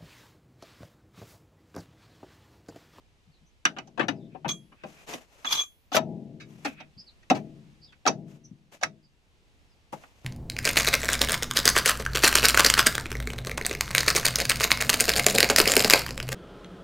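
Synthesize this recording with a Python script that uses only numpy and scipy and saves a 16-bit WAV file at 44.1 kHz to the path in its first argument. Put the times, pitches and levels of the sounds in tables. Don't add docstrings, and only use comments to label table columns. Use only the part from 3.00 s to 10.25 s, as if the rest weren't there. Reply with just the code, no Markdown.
import sys
import numpy as np
from scipy import signal
from scipy.fft import rfft, irfft, next_fast_len
from scipy.io import wavfile
from scipy.ndimage import uniform_filter1d

SR = 44100
rng = np.random.default_rng(int(sys.argv[2]) if len(sys.argv) > 2 else 0)


def int16_out(signal):
    q = np.round(np.clip(np.atleast_2d(signal).T, -1, 1) * 32767)
    wavfile.write(sys.argv[1], SR, q.astype(np.int16))


N = 319591
TIME = np.arange(N) / SR

# (t/s, level/dB, bass/dB, treble/dB, favoured f/Hz, contact/s, left minus right/dB)
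TOOTH_KNOCKS = [(0.6521, -18, -10.5, -3.5, 1480, 0.00019, -2), (0.6538, -15, -17, -1, 3100, 0.00031, -1),
                (0.7646, -37.5, -3, -15, 1270, 0.0047, -3), (0.7849, -33.5, -3.5, -4.5, 2400, 0.0011, -6),
                (0.873, -57, 8.5, 3, 6000, 0.0051, -2), (0.9756, -36, 6, -10.5, 1510, 0.0051, 3.5),
                (0.9946, -24, -0.5, -14.5, 1600, 0.0033, 6.5), (1.005, -24, -4, -17, 1100, 0.0052, 2),
                (1.028, -39, -1, -11, 2390, 0.0042, 10), (1.083, -22.5, -1.5, -2, 2500, 0.0033, 5),
                (1.348, -51, 12.5, -32, 1000, 0.0041, 6), (1.446, -35.5, 1, -26, 1400, .003, 11),
                (1.455, -33, -2, -21, 950, .002, 2.5), (1.7185, -51, -2.5, -20, 1200, 0.0075, -2),
                (1.8354, -42.5, 7.5, -11.5, 830, 0.0028, -0.5), (2.1368, -33, 1, -9.5, 6040, 0.00033, -5),
                (2.4462, -29, -10.5, -9, 1200, 0.0037, -7), (2.526, -29.5, -24, 11.5, 5000, .003, 3.5),
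                (2.9179, -31, -3, -6.5, 900, 0.0027, -0.5), (2.945, -21, -1, -8, 620, 0.002, 0.5),
                (2.965, -13.5, -4, -1, 760, 0.0023, 3), (3.4, -42.5, -23, 1, 2370, 0.014, -4),
                (3.648, -28.5, 6, 3.5, 1730, 0.0058, -2), (3.8022, -42, -0.5, -10.5, 2500, 0.0047, -7),
                (4.2274, -57.5, -16, -0.5, 2300, 0.0037, -1), (4.3, -24, -3.5, 5, 2300, 0.0013, 4),
                (4.3049, -23, 7.5, -5, 1230, 0.0013, -4.5), (4.3124, -28, 9.5, -5.5, 745, 0.0016, -3.5),
                (4.347, -37, 6.5, 1.5, 2240, .012, 1), (4.9231, -52, -23.5, -6.5, 2370, 0.0053, -5.5),
                (5.0537, -29.5, -3.5, -10, 769, 0.0024, 4), (5.064, -21, 3, 0, 1260, 0.00088, -4),
                (5.0738, -19.5, 2, 4, 5700, 0.0031, -2), (5.082, -27.5, 3, -5, 700, .002, -2),
                (5.8122, -44.5, -2.5, 4.5, 750, 0.0039, -4), (5.8267, -31, -0.5, -1, 700, 0.0019, -4),
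                (5.8335, -21.5, -3, 7.5, 2000, 0.00031, -2.5), (6.928, -43, 14, -24, 1100, 0.0011, -2),
                (7.0361, -48.5, -3.5, -32, 1310, .001, -4)]
# (f/Hz, level/dB)
STEEL_COLOUR = [(100, -12), (160, -5.5), (280, 6.5), (430, -6), (560, 0.5), (780, 5), (1000, -1),
                (1400, -2), (2000, -4), (2800, -5.5), (4300, -8), (6200, -10), (8000, -21.5), (14500, -37)]
# (f/Hz, fade/s)
STEEL_FADE = [(150, 0.17), (700, 0.081), (2500, 0.053), (6000, 0.031), (14000, 0.021)]
# (f/Hz, level/dB, fade/s)
STRONG_GEAR_MODES = [(303, -9.5, 0.093), (540.5, -14, 0.084), (641, -19, 0.26), (724, -12, .08),
                     (762, -10.5, 0.072), (1208, -15, 0.055), (1296, -19, 0.088), (1585, -13.5, 0.058),
                     (2100, -17, 0.031), (2594, -13.5, 0.066), (2925, -15.5, 0.064), (3780, -17, 0.08),
                     (4800, -15.5, 0.046), (5860, -14, 0.035), (5880, -16, 0.047)]
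# (t/s, level/dB, fade/s)
BOOM_TAILS = [(0.654, -46.5, 1.7), (0.995, -34, 1.05), (1.085, -38.5, 1.01), (1.45, -28, 0.36),
              (1.839, -40, 0.28), (2.099, -55, 0.41), (2.966, -32, 1.77), (3.65, -61, .4),
              (4.31, -32, 0.87), (5.071, -34, 0.98), (5.833, -39, 0.43), (6.928, -36.5, 0.16)]
# (f/Hz, level/dB)
BOOM_COLOUR = [(90, -13.5), (140, 1.5), (200, 4.5), (290, -1.5), (380, -1), (470, -9.5), (640, 1.5),
               (850, -2), (960, -12.5)]
# (t/s, length/s, grinding level/dB, ringing level/dB)
SPLINE_SLIPS = [(1.480, 0.023, -37.5, -36.5), (2.447, 0.07, -42.5, -38), (2.507, .018, -33.5, -38.5),
                (2.524, .021, -32.5, -34), (2.553, .018, -45.5, -34), (2.574, .04, -40.5, -36),
                (2.927, 0.012, -36, -38), (2.946, 0.025, -26.5, -34)]
# (f/Hz, level/dB)
GRIND_COLOUR = [(500, -13.5), (1100, 8.5), (1900, -3.5), (3200, 4.5), (4300, 1), (6300, 0.5), (8200, -17.5),
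                (9800, -3), (11500, -25.5), (13300, 1), (15000, -26)]
# (f/Hz, level/dB, fade/s)
SLIDING_MODES = [(1177, -8, 0.05), (2406, -7.5, 0.097), (3090, -19.5, .05), (3310, -7, 0.24),
                 (3470, -3, 0.034), (3910, -11, 0.022), (4820, -21, 0.038), (5610, -16, 0.048),
                 (6240, -4, 0.087), (7220, -9, 0.16), (10080, -26, 0.6), (12900, -25.5, 0.13),
                 (13820, -23.5, .14), (14135, -26, 1.0), (14481, -30.5, .12)]
# (t/s, length/s, lower mode level/dB, upper mode level/dB)
SPLINE_SQUEALS = [(1.487, 0.014, -28, -31), (1.506, .014, -35, -30.5), (2.448, 0.012, -48.5, -35.5),
                  (2.469, 0.0093, -22.5, -43.5), (2.521, 0.007, -18, -22.5), (2.578, 0.02, -19.5, -47.5),
                  (2.596, .026, -30.5, -27)]
SQUEAL_MODES = [3359, 6340]
# (t/s, length/s, level/dB)
HUB_DRAGS = [(1.29, .07, -65), (1.74, 0.13, -61), (1.94, 0.073, -59), (3.645, 0.022, -33.5),
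             (3.70, 0.074, -64), (3.765, 0.051, -49.5)]
# (f/Hz, level/dB)
HUB_COLOUR = [(900, -20), (1500, -4), (2150, -6), (2550, 4.5), (2850, -10), (3400, -11), (7000, -44.5)]
# (t/s, length/s, level/dB)
HAND_SCUFFS = [(1.82, 0.22, -57.5), (2.064, 0.081, -40.5), (2.15, 0.091, -62), (2.25, 0.38, -59),
               (3.42, 0.31, -62.5), (3.645, 0.033, -45), (4.345, 0.028, -54), (5.26, 0.098, -64),
               (5.715, 0.033, -50.5), (6.922, 0.019, -48.5), (6.96, 0.075, -60), (7.0, 0.27, -66)]
# (f/Hz, level/dB)
SCUFF_COLOUR = [(100, -5), (600, 7), (1200, 1), (1900, 0), (2600, 2), (3300, -3.5), (4500, -8),
                (6500, -4.5), (8500, -13), (13500, -16.5), (15500, -19.5)]
# (t/s, level/dB, pitch f/Hz)
HAND_BUMPS = [(0.273, -52.5, 127), (0.409, -56, 141), (3.965, -48, 161), (5.509, -41.5, 165.7)]
# (t/s, length/s, start f/Hz, middle f/Hz, end f/Hz, level/dB)
BIRD_NOTES = [(0.315, 0.071, 4500, 4180, 3660, -69), (0.452, 0.05, 5860, 6070, 5840, -72),
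              (1.15, 0.047, 5170, 4990, 4700, -71.5), (1.19, 0.098, 3700, 3530, 3750, -68.5),
              (3.972, 0.055, 4440, 5110, 4570, -45.5), (4.062, 0.043, 4350, 4405, 3500, -51),
              (4.812, 0.061, 4660, 4920, 4680, -52), (4.865, 0.056, 3840, 3476, 3240, -60.5),
              (5.437, 0.034, 6050, 6020, 5860, -54), (6.021, 0.061, 4640, 4910, 4650, -66),
              (6.69, 0.057, 5200, 5000, 4640, -70.5)]
# (f/Hz, level/dB)
AIR_COLOUR = [(25, -1.5), (60, 2), (140, -9.5), (300, -14.5), (600, -19), (1400, -23.5), (2700, -21.5),
              (6500, -31), (9000, -37), (15000, -47)]
# (t/s, level/dB)
AIR_SWELL = [(0, -64), (1.5, -63.5), (3, -64.5), (4, -60), (6.1, -66.5), (6.6, -61.5), (7.25, -60)]
# (f/Hz, likeness from -1 to 1)
MIC_LIKENESS = [(30, -0.5), (120, 0.5), (400, 0.85), (800, 0.67), (1500, -0.2), (3000, 0.11), (8000, 0.7)]
# (f/Hz, left minus right/dB)
MIC_BALANCE = [(200, 5), (700, 7), (1500, 3.5), (3000, 1.5), (6000, -2.5), (13000, 5.5)]

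SLIP_ATTACK_SHARE, SLIP_T60_S = 0.098, 0.1
SQUEAL_ATTACK_SHARE, SQUEAL_T60_S, SQUEAL_LINGER_T60_S = 0.83, 0.038, 0.22
DRAG_ATTACK_SHARE, DRAG_T60_S = 0.67, 0.14
SCUFF_ATTACK_SHARE, SCUFF_T60_S = 0.32, 0.14
TOP_HZ = 14900


def undb(db):
    return 10 ** (np.asarray(db) / 20)


def at(points, hz):
    f, value = np.transpose(points)
    return np.interp(np.log(np.maximum(hz, 1)), np.log(f), value)


def unit(x):
    return x / np.sqrt(np.mean(x ** 2) + 1e-18)


def fade(t, t60):
    return np.exp(-np.log(1000) * t / t60)


def pan(db):
    return undb(np.array([[1], [-1]]) * db / 2)


def add(out, s, x):
    i = int(s * SR)
    out[:, i:i + x.shape[1]] += x[:, :N - i]


def heard(pair, colour):
    n = pair.shape[1]
    hz = np.fft.rfftfreq(n, 1 / SR)
    alike = np.clip(at(MIC_LIKENESS, hz), -1, 1)
    mid, side = rfft(pair) * np.sqrt([1 + alike, 1 - alike]) * undb(at(colour, hz))
    return unit(irfft([mid + side, mid - side], n))


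def grit(colour, spread_db):
    size = next_fast_len(N, True)
    contact_db = spread_db * np.minimum(rng.exponential(size=size), 5)
    contacts = rng.standard_normal((2, size)) * undb(contact_db)
    return heard(contacts, colour)[:, :N]


def walk(rate):
    k = max(int(SR / rate), 1)
    steps = np.repeat(rng.standard_normal(N // k + 1), k)[:N]
    return unit(uniform_filter1d(steps, k))


def strokes(rows, attack_share, t60):
    gains = np.zeros((len(rows[0]) - 2, N))
    for s, length, *db in rows:
        t = TIME[:int((length + 2 * t60) * SR)]
        build = np.minimum(t / (attack_share * length), 1)
        release = fade(np.maximum(t - length, 0), t60)
        add(gains, s, undb(db)[:, None] * build * release)
    return gains


def modes(hz, t60, weights, size):
    poles = (2j * np.pi * hz - np.log(1000) / t60).astype(np.complex64)
    tones = np.exp(poles[:, None] * TIME[:size].astype(np.float32))
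    return (weights.astype(np.complex64) @ tones).imag


def knock(hz, bass_db, treble_db):
    bass = bass_db * at([(700, 1), (1300, 0)], hz)
    treble = treble_db * at([(2800, 0), (5500, 1)], hz)
    return bass + treble


def knocks(gain_db=3.5, favour_db=7, favour_octaves=0.22, uneven_db=1.9, t60_scatter=0.27, rise_cycles=0.89,
           chatter_db=-4, scatter_db=-14, scatter_t60=0.12, count=700, size=11000):
    out, t = np.zeros((2, N)), TIME[:size]
    grid = np.linspace(np.sqrt(STEEL_COLOUR[0][0]), np.sqrt(STEEL_COLOUR[-1][0]), count) ** 2
    spacing = np.gradient(grid)
    crowd_hz = grid + spacing * (rng.random(count) - 0.5)
    life = np.exp(t60_scatter * np.clip(rng.standard_normal(count), -2, 2))
    crowd = unit(undb(at(STEEL_COLOUR, crowd_hz)) * np.sqrt(spacing / life)) * np.sqrt(2 / count)
    strong_hz, strong_db, strong_t60 = np.transpose(STRONG_GEAR_MODES)
    hz = np.r_[crowd_hz, strong_hz]
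    t60 = np.r_[at(STEEL_FADE, crowd_hz) * life, strong_t60]
    strength = np.r_[crowd, undb(strong_db)] * pan(at(MIC_BALANCE, hz))
    alike = np.clip(at(MIC_LIKENESS, hz), 0.05, 1)
    apart = np.array([[1], [-1]]) * np.sqrt(-np.log(alike) / 2)

    weights = []
    for s, db, bass_db, treble_db, favoured_hz, contact_s, pan_db in TOOTH_KNOCKS:
        octaves_off = np.log2(hz / favoured_hz) / favour_octaves
        colour = knock(hz, bass_db, treble_db) + favour_db * np.exp(-0.5 * octaves_off ** 2)
        uneven, turn, side = rng.standard_normal((3, len(hz)))
        gain = undb(db + gain_db + colour + uneven_db * uneven) * pan(pan_db)
        weights.append(strength * gain * np.exp(1j * (np.pi * turn + apart * side)))
    weights = np.concatenate(weights)
    short_t60 = 1 / (1 / t60 + hz / rise_cycles / np.log(1000))
    rings = modes(hz, t60, weights, size) - modes(hz, short_t60, weights, size)

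    for (s, *_, contact_s, _), ring in zip(TOOTH_KNOCKS, rings.reshape(-1, 2, size)):
        chatter = rng.standard_normal(size) * np.exp(-t / max(contact_s, 1 / SR)) * np.sqrt(t)
        push = undb(chatter_db) * unit(chatter) / np.sqrt(size)
        push[0] += 1.0 / (1 + contact_s / 0.0023)
        tail = rng.standard_normal((2, size)) * fade(t, scatter_t60) * (1 - np.exp(-t / 0.0024))
        scatter = undb(scatter_db) * unit(tail) / np.sqrt(size)
        blow = signal.fftconvolve(ring, push + scatter, axes=1)[:, :size]
        add(out, s, unit(blow) * ring.std())
    return out


def booms(count=70, knee_hz=320, pan_db=6, rise_s=0.015, uneven_db=2.5, t60_scatter=0.33,
          waver_hz=11, waver_s=0.03):
    out, t = np.zeros((2, N)), TIME[:SR].astype(np.float32)
    detune, uneven, life = rng.standard_normal((3, count))
    hz = np.geomspace(BOOM_COLOUR[0][0], BOOM_COLOUR[-1][0], count) * (1 + 0.0084 * detune)
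    tone_db = at(BOOM_COLOUR, hz) + uneven_db * np.clip(uneven, -1.5, 1.5)
    size = (unit(undb(tone_db)) * np.sqrt(2 / count)).astype(np.float32)
    life = np.minimum(1, knee_hz / hz) * np.exp(t60_scatter * life)
    drift = rng.standard_normal((count, count))
    waver = np.array([np.interp(t / waver_s, np.arange(count), steps) for steps in drift])
    angle = (2 * np.pi * np.cumsum(hz[:, None] + waver_hz * waver, axis=1) / SR).astype(np.float32)
    for (s, db, t60), turn in zip(BOOM_TAILS, rng.random((len(BOOM_TAILS), count, 1))):
        decay = (np.log(1000) / (t60 * life))[:, None].astype(np.float32)
        tones = np.sin(angle + (2 * np.pi * turn).astype(np.float32))
        boom = size @ (tones * np.exp(-decay * t))
        edges = (1 - np.exp(-t / rise_s)) * np.minimum(1, 10 * (1 - t))
        add(out, s, boom * edges * undb(db) * pan(pan_db))
    return out


def slides(judder_db=3, waver=0.0057, throb_db=2.5, seated_s=2.98, choke_t60=0.064, bite_db=-30,
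           soft_hz=6500, linger_db=-15):
    grind, ring = strokes(SPLINE_SLIPS, SLIP_ATTACK_SHARE, SLIP_T60_S)
    judder = undb(judder_db * walk(220))
    rasp = grit(GRIND_COLOUR, 3.0)
    dull = signal.sosfiltfilt(signal.butter(4, soft_hz, fs=SR, output="sos"), rasp)
    bite = np.minimum(grind / undb(bite_db), 1)
    out = grind * judder * (dull + bite * (rasp - dull))

    push = ring * judder * rng.standard_normal((2, N)) + 1e-18
    for hz, db, t60 in SLIDING_MODES:
        radius, angle = fade(1 / SR, t60), 2 * np.pi * hz / SR
        level = np.sqrt(2 * (1 - radius ** 2)) * np.sin(angle)
        gain = undb(db) * level * pan(at(MIC_BALANCE, hz))
        out += gain * signal.lfilter([1], [1, -2 * radius * np.cos(angle), radius ** 2], push)

    keep = fade(1 / SR, SQUEAL_LINGER_T60_S)
    squeals = strokes(SPLINE_SQUEALS, SQUEAL_ATTACK_SHARE, SQUEAL_T60_S)
    for hz, squeal in zip(SQUEAL_MODES, squeals):
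        linger = undb(linger_db) * signal.lfilter([1 - keep], [1, -keep], squeal + 1e-18)
        driven = squeal / (squeal + linger)
        phase = 2 * np.pi * np.cumsum(hz * (1 + waver * driven * walk(300))) / SR
        tone = np.sin(phase + np.array([[0], [1]])) * pan(at(MIC_BALANCE, hz))
        out += (squeal * undb(throb_db * walk(150)) + linger) * tone
    return out * fade(np.maximum(TIME - seated_s, 0), choke_t60)


def hub(patchy_db=-0.5):
    pressure = strokes(HUB_DRAGS, DRAG_ATTACK_SHARE, DRAG_T60_S)
    return pressure * undb(patchy_db * walk(50)) * grit(HUB_COLOUR, 2.2)


def hands(patchy_db=2, pan_db=3):
    pressure = strokes(HAND_SCUFFS, SCUFF_ATTACK_SHARE, SCUFF_T60_S)
    return pressure * undb(patchy_db * walk(90)) * grit(SCUFF_COLOUR, 2.4) * pan(pan_db)


def bumps(octaves=0.45, rise_s=0.0068, t60=0.15, pan_db=5, size=11025):
    out, t = np.zeros((2, N)), TIME[:size]
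    hz = np.maximum(np.fft.rfftfreq(size, 1 / SR), 1)
    shape = np.minimum(t / rise_s, 1) * fade(np.maximum(t - rise_s, 0), t60)
    for (s, db, pitch_hz), noise in zip(HAND_BUMPS, rng.standard_normal((len(HAND_BUMPS), size))):
        band = np.exp(-0.5 * (np.log2(hz / pitch_hz) / octaves) ** 2)
        thud = unit(irfft(rfft(noise) * band, size))
        add(out, s, undb(db) * thud * shape * pan(pan_db))
    return out


def bird(trill=0.041, echo_db=-2, echo_t60=0.14):
    song, buzz = np.zeros((2, N)), walk(900)
    for s, length, start_hz, middle_hz, end_hz, db in BIRD_NOTES:
        u = np.linspace(0, 1, int(length * SR))
        glide = np.polyval(np.polyfit([0, 0.5, 1], [start_hz, middle_hz, end_hz], 2), u)
        hz = glide * (1 + trill * buzz[int(s * SR):][:len(u)])
        note = np.sin(np.pi * u) * np.sin(2 * np.pi * np.cumsum(hz) / SR)
        add(song, s, undb(db) * note[None])
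    yard = unit(rng.standard_normal((2, SR // 2)) * fade(TIME[:SR // 2], echo_t60)) / np.sqrt(SR // 2)
    return song + undb(echo_db) * signal.fftconvolve(song, yard, axes=1)[:, :N]


def air(sway_db=1):
    swell_db = np.interp(TIME, *np.transpose(AIR_SWELL))
    return undb(swell_db + sway_db * walk(1.8)) * grit(AIR_COLOUR, 0.5)


def scene():
    return knocks() + booms() + slides() + hub() + hands() + bumps() + bird() + air()


def record(dry, ceiling=0.9):
    rounded = ceiling * np.tanh(dry / ceiling)
    return signal.sosfilt(signal.ellip(8, 0.2, 70, TOP_HZ, fs=SR, output="sos"), rounded)


dry = scene()
out = record(dry)
int16_out(out)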